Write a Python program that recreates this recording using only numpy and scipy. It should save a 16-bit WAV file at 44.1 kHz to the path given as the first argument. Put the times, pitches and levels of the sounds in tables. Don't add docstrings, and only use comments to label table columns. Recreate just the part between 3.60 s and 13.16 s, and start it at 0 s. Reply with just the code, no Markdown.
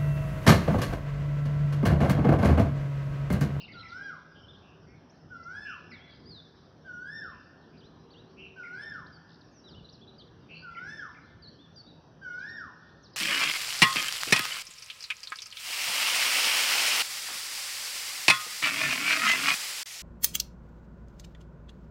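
import sys
import numpy as np
from scipy import signal
from scipy.fft import rfft, irfft
from scipy.io import wavfile
from scipy.ndimage import uniform_filter1d

SR = 44100
rng = np.random.default_rng(int(sys.argv[2]) if len(sys.argv) > 2 else 0)


def store_pcm(level_fs):
    pcm = np.round(np.clip(level_fs, -1, 1) * 32767).astype(np.int16)
    wavfile.write(sys.argv[1], SR, np.atleast_2d(pcm).T)


N = 421596
TIME = np.arange(N) / SR
BINS = np.fft.rfftfreq(N, 1 / SR)


def amp(db):
    return 10 ** (np.asarray(db) / 20)


def evened(x):
    return x / np.sqrt(np.mean(x ** 2) + 1e-20)


def read(points, hz):
    f, value = np.transpose(points)
    return np.interp(np.log(hz + 1), np.log(f + 1), value)


def add(mix, s, sound):
    at = round(s * SR)
    sound = sound[max(-at, 0):]
    part = mix[max(at, 0):][:len(sound)]
    part += sound[:len(part)]


def wander(n, rate_hz):
    spectrum = rfft(rng.standard_normal(SR)) / (1 + (np.arange(SR // 2 + 1) / rate_hz) ** 4)
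    return evened(irfft(spectrum))[:n]


def perform(voice, rows):
    out = np.zeros(N)
    for s, *note in rows:
        add(out, s, voice(*note))
    return out


# (frequency [Hz], level [dB])
AIR_SPECTRUM = [(25, -29.5), (45, -7.5), (85, 3), (150, 2), (280, 0), (450, -7), (700, -9.5), (1200, -14),
                (1700, -17), (2100, -30), (3200, -24), (4200, -35), (5900, -24.5), (8000, -41)]


def air(level_db=-53.5, patchy_db=1.82):
    hz, _, z = signal.stft(rng.standard_normal(N), SR, nperseg=2048, noverlap=1536)
    patches = uniform_filter1d(rng.standard_normal(z.shape), size=16, axis=0)
    patches = evened(uniform_filter1d(patches, size=12, axis=1))
    depth_db = patchy_db * read([(1500, 1), (3000, 1.7), (5500, 1)], hz)[:, None]
    noise = signal.istft(z * amp(depth_db * patches), SR, nperseg=2048, noverlap=1536)[1][:N]
    shaped = irfft(rfft(noise) * amp(read(AIR_SPECTRUM, BINS)), N)
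    return amp(level_db) * evened(shaped)


# (frequency [Hz], width at half amplitude [Hz], rms level [dB])
HUM_LINES = [(160, 11, -61.5), (382.5, 15, -72.5), (465.6, 33, -77)]
# (time [s], gain [dB])
HUM_SWELL = [(0, -2), (3.9, 1), (4.3, 11.5), (5.2, 12.5), (5.5, 1), (6.7, 10), (7.3, -1), (9.5, -10.5)]


def hum():
    lines = []
    for hz, width, db in HUM_LINES:
        resonance = 1 / (1 + (2 * (BINS - hz) / width) ** 2)
        line = irfft(rfft(rng.standard_normal(N)) * resonance, N)
        lines.append(amp(db) * evened(line))
    low, *upper = lines
    return low + sum(upper) * amp(np.interp(TIME, *np.transpose(HUM_SWELL)))


# (frequency [Hz], t60 [s])
WALL_DECAY = [(300, 1.2), (1000, 0.89), (1700, 1.32), (3000, 1), (6000, 1.1), (12000, 0.15)]
# (delay [s], level [dB])
REFLECTIONS = [(0.01, -14.5), (0.038, -17.5), (.068, -11.5)]


def walls(x, wet_db):
    taps = rng.choice([-1., 1.], SR) * (rng.random(SR) < 1 / 10)
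    taps[:SR // 250] = 0
    hz, t, z = signal.stft(taps, SR, nperseg=256)
    late = amp(-60 * t / read(WALL_DECAY, hz)[:, None])
    decay = late * (1 + amp(3.5 - 60 * t / 0.27))
    tail = signal.istft(z * decay, SR, nperseg=256)[1]
    response = amp(wet_db) * tail / np.linalg.norm(tail)
    for delay, db in REFLECTIONS:
        response[round(delay * SR)] += amp(db)
    return x + signal.fftconvolve(x, response)[:N]


def far_echo(x, delay, db, dull_hz=3200):
    out = np.zeros(N)
    dulled = irfft(rfft(x) / (1 + (BINS / dull_hz) ** 6), N)
    add(out, delay, amp(db) * walls(dulled, wet_db=9.0))
    return out


def far_birds(db=-83, spread_db=3, count=220):
    s, length, pitch, slope, size = rng.random((count, 5)).T
    hz = 3500 + 2100 * pitch
    glide_hz = 1400 * (slope - .65)
    seconds = .02 + .04 * length
    level_db = db + spread_db * (2 * size - 1)
    rows = [s * N / SR, seconds, hz - glide_hz, hz + glide_hz, np.ones(count), level_db]
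    return perform(slur, np.transpose(rows))


def whistle(hz, fade):
    tone = np.sin(2 * np.pi * np.cumsum(hz) / SR)
    return evened(tone * signal.windows.tukey(len(hz), fade))


def chirp(hz, db, quaver=0.0059):
    unsteady = hz * (1 + quaver * wander(len(hz), rate_hz=170))
    return amp(db) * whistle(unsteady, fade=.25)


def contour(points):
    s, value = np.transpose(points)
    curve = np.interp(np.arange(0, s[-1], 1 / SR), s, value)
    return uniform_filter1d(curve, size=200, mode="nearest")


def warble(length, hz, swing_hz, rate, db, rough=0.026, climb=0):
    n = int(length * SR)
    u = np.linspace(0, 1, n)
    uneven_rate = rate * (1.1 - .2 * u + .085 * wander(n, rate_hz=90))
    cycle = 2 * np.pi * np.cumsum(uneven_rate) / SR
    scoop = -.22 * np.exp(-u / .08)
    centre = hz * (1 + scoop + climb * (u - .5) + rough * wander(n, rate_hz=200))
    tone = whistle(centre + swing_hz * np.cos(cycle), fade=.65)
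    return amp(db) * evened(tone * (1 + .85 * np.sin(cycle)))


# (time [s], length [s], centre pitch [Hz], level [dB])
BUZZES = [(-0.055, 0.135, 2770, -51), (0.737, 0.089, 3130, -63), (0.996, 0.2, 2710, -67),
          (1.25, 0.14, 2190, -67.5), (2.035, 0.15, 2713, -51), (3.695, 0.17, 2690, -69),
          (4.12, .07, 2490, -69.5), (4.759, 0.14, 2690, -51.5), (6.878, 0.13, 2680, -51)]


def buzz(length, hz, db):
    return warble(length, hz, swing_hz=130, rate=210, db=db, rough=.025)


# (time [s], length [s], centre pitch [Hz], swing [Hz], level [dB])
TRILLS = [(0.182, .04, 3580, 503, -56.5), (0.293, .05, 4000, 600, -60), (2.472, 0.12, 4390, 497, -64.5),
          (5.665, 0.12, 4440, 900, -65), (6.929, 0.125, 4470, 233, -57)]


def trill(length, hz, swing_hz, db):
    return warble(length, hz, swing_hz, rate=77, db=db, climb=0.093)


# (time [s], level [dB])
CHIRRUPS = [(0.076, -53), (0.227, -51.5), (2.311, -50), (5.028, -49.5), (7.145, -50), (7.543, -58.5)]
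# (time [s], pitch [Hz])
CHIRRUP_PITCH = [(0, 3070), (.007, 2210), (.015, 2030), (.023, 2060), (.031, 2313), (.044, 2130),
                 (.053, 1610)]


def chirrup(db):
    return chirp(contour(CHIRRUP_PITCH), db, quaver=.022)


# (time [s], top pitch [Hz], level [dB])
SWOOPS = [(4.164, 4920, -63.5), (4.494, 4670, -61)]
# (time [s], pitch [share of the top pitch])
SWOOP_PITCH = [(0, 0.51), (.018, 0.98), (.033, .98), (.049, .63), (.058, .585), (.092, .79), (.112, .85),
               (.128, .845)]


def swoop(top_hz, db):
    return chirp(top_hz * contour(SWOOP_PITCH), db)


# (time [s], length [s], first pitch [Hz], last pitch [Hz],
# bend [exponent; under 1 it plunges then levels out, over 1 it hangs then plunges], level [dB])
FALLS = [(0.017, 0.047, 5870, 3350, 0.87, -57.5), (0.118, .03, 5000, 3070, 1.1, -56),
         (0.13, 0.044, 4780, 3600, 2.6, -59.5), (0.28, 0.035, 6100, 3315, 0.82, -59),
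         (2.302, 0.054, 5430, 3810, 1.26, -59.5), (2.311, 0.075, 4850, 3280, 0.51, -62),
         (2.69, .125, 4950, 3360, 0.85, -52.5), (5.522, 0.053, 4990, 4420, 0.78, -60.5),
         (5.81, 0.012, 5110, 3420, 1.2, -59), (5.906, 0.11, 6740, 5240, 0.96, -62.5),
         (6.037, 0.066, 3960, 2700, 3.6, -57.5), (6.076, .08, 5900, 3160, 0.95, -59),
         (6.324, 0.038, 6240, 3840, 0.75, -58.5), (6.58, .05, 5030, 3170, 1.1, -55.5),
         (7.82, .055, 4960, 3860, 0.71, -54), (8.136, 0.072, 6480, 5140, .7, -66.5),
         (8.157, 0.064, 4980, 4370, 0.74, -52), (8.788, 0.023, 5180, 3470, 0.93, -60.5),
         (9.421, .055, 6720, 3500, 1.23, -58.5), (9.533, 0.022, 5440, 3720, 1.1, -58.5)]


def slur(length, from_hz, to_hz, bend, db):
    progress = np.linspace(0, 1, int(length * SR)) ** bend
    return chirp(from_hz * (to_hz / from_hz) ** progress, db)


# (time [s], length [s], starting pitch [Hz], level [dB])
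RISES = [(0, .018, 3400, -54), (1.494, 0.033, 4920, -62), (1.832, 0.015, 4360, -58.5),
         (5.462, 0.013, 3400, -59.5), (6.288, .014, 3380, -53.5), (8.882, 0.031, 3540, -58.5)]


def rise(length, from_hz, db):
    return slur(length, from_hz, from_hz * 1.5, 0.93, db)


# (time [s], length [s], top pitch [Hz], level [dB])
PEEPS = [(0.169, .065, 4150, -53.5), (0.828, 0.033, 3140, -58.5), (0.881, 0.034, 3600, -54),
         (0.932, 0.012, 3740, -59), (0.944, 0.015, 3300, -58.5), (2.379, .18, 3430, -61.5),
         (2.652, .065, 4950, -56.5), (5.22, 0.036, 3220, -61.5), (6.142, 0.064, 3030, -60),
         (6.244, 0.02, 4100, -54.5), (6.41, 0.036, 3500, -59), (6.474, 0.027, 4000, -55.5),
         (6.592, 0.036, 3250, -61.5), (7.167, 0.021, 3060, -55.5), (7.871, .024, 4490, -51.5),
         (7.984, .09, 3580, -61), (8.26, 0.065, 3930, -60)]


def peep(length, top_hz, db):
    sag = 0.11 * np.linspace(-1, 1, int(length * SR)) ** 2
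    return chirp(top_hz * (1 - sag), db)


# (frequency [Hz], gain [dB])
THROAT = [(850, -29.5), (1000, -3), (1400, 4), (1850, -8), (2050, -13.5), (2350, -20), (2700, -26),
          (3500, -26.5), (4300, -32), (5400, -21), (6400, -29), (7400, -23), (9000, -22.5), (11000, -30)]
# (phase [-1 start, 0 top, 1 end], gain [dB])
EFFORT = [(-1.007, -11), (-0.93, 1), (-.66, -1.5), (-0.4, 1.5), (0.086, 5), (0.39, -2), (0.64, -11.5),
          (0.96, -14)]
HOOK_S, HOOK_HEIGHT = .015, .39
CLIMB_WIDTH, CLIMB_POWER = .36, 2.5
FALL_WIDTH, FALL_DEPTH, FALL_POWER = .58, 2.35, 2.05


def wail(start, top, end, dip_hz, top_hz, opening_db, arch_db, odd_opening_db, odd_arch_db,
         bright_opening_db, bright_arch_db, jitter=0.0024, shimmer_db=4.0):
    t = np.arange(start, end, 1 / SR)
    phase = np.interp(t, [start, top, end], [-1, 0, 1])
    hook = HOOK_HEIGHT * (t - start) / HOOK_S * np.exp(1 - (t - start) / HOOK_S)
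    climb = np.exp(-abs(phase / CLIMB_WIDTH) ** CLIMB_POWER)
    fall = 1 - FALL_DEPTH * (1 - np.exp(-abs(phase / FALL_WIDTH) ** FALL_POWER))
    arch = hook + np.where(phase < 0, climb, fall)
    hz = (dip_hz + (top_hz - dip_hz) * arch) * (1 + jitter * wander(len(t), rate_hz=61))
    turns = np.cumsum(hz) / SR
    odd_db = np.interp(phase, [-.87, -.72, -.35, 0.019],
                       [-16, odd_opening_db, odd_opening_db, odd_arch_db])
    bright_db = np.interp(phase, [-.4, -0.18, 0.21, 0.63],
                          [bright_opening_db, bright_arch_db, bright_arch_db, -11])
    voice = np.zeros(len(t))
    for k in range(1, 13):
        flutter_db = shimmer_db * wander(len(t), rate_hz=22.6)
        overtone_db = (k > 2) * (bright_db + flutter_db)
        harmonic_db = read(THROAT, k * hz) + odd_db * (k % 2) + overtone_db
        voice += amp(harmonic_db) * np.sin(2 * np.pi * k * turns)
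    effort_db = np.interp(phase, *np.transpose(EFFORT))
    level_db = effort_db + np.interp(phase, [-.5, -.15], [opening_db, arch_db])
    return np.sqrt(2) * amp(level_db) * voice * signal.windows.tukey(len(t), .03)


# (start [s], top [s], end [s], pitch at the dip [Hz], pitch at the top [Hz],
# level of the opening [dB], of the arch [dB], odd harmonics in the opening [dB], in the arch [dB],
# overtones in the opening [dB], in the arch [dB])
WAILS = [(0.135, 0.454, .615, 657.4, 814.7, -51, -44, 1.5, -3, -1.5, -2.5),
         (1.698, 2.032, 2.23, 670, 871.3, -48.5, -42.5, -1.5, -10, -4.5, 0),
         (3.244, 3.573, 3.76, 718, 902.4, -46, -41, -36, -33, -2.5, 1),
         (4.957, 5.274, 5.48, 699, 899.3, -46, -42, -6, -21, -3.5, 1),
         (7.019, 7.355, 7.555, 676.4, 891.6, -48, -42, 6.5, -12.5, -9, 1.5),
         (8.612, 8.93, 9.13, 717, 921, -42.5, -40, -4.5, -33, -3, -1)]


def wailing_bird():
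    wails = np.zeros(N)
    for row in WAILS:
        add(wails, row[0], wail(*row))
    return wails


def scene():
    background = air() + hum()
    distant = walls(far_birds(), wet_db=8)
    low_song = perform(buzz, BUZZES) + perform(chirrup, CHIRRUPS)
    high_song = (perform(swoop, SWOOPS) + perform(slur, FALLS) + perform(rise, RISES)
                 + perform(peep, PEEPS) + perform(trill, TRILLS))
    songbirds = walls(low_song, wet_db=-7.0) + walls(high_song, wet_db=-9.5)
    songbirds += far_echo(low_song + high_song, delay=0.11, db=-21.5)
    caller = walls(wailing_bird(), wet_db=-4.5)
    return (background + distant + songbirds + caller)[None]


# (frequency [Hz], gain [dB])
TREBLE = [(5700, -2), (6150, -9.5), (6550, -21), (7100, -27.5), (9000, -30.5), (9400, -40.5)]


def record(dry, hiss_db=-96, edge_hz=15500):
    dull = irfft(rfft(dry) * amp(read(TREBLE, BINS)), N)
    hissing = dull + amp(hiss_db) * rng.standard_normal(N)
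    band_limit = signal.firwin(511, edge_hz, window=("kaiser", 9), fs=SR)
    return signal.oaconvolve(hissing, band_limit[None], "same")


dry = scene()
out = record(dry)
store_pcm(out)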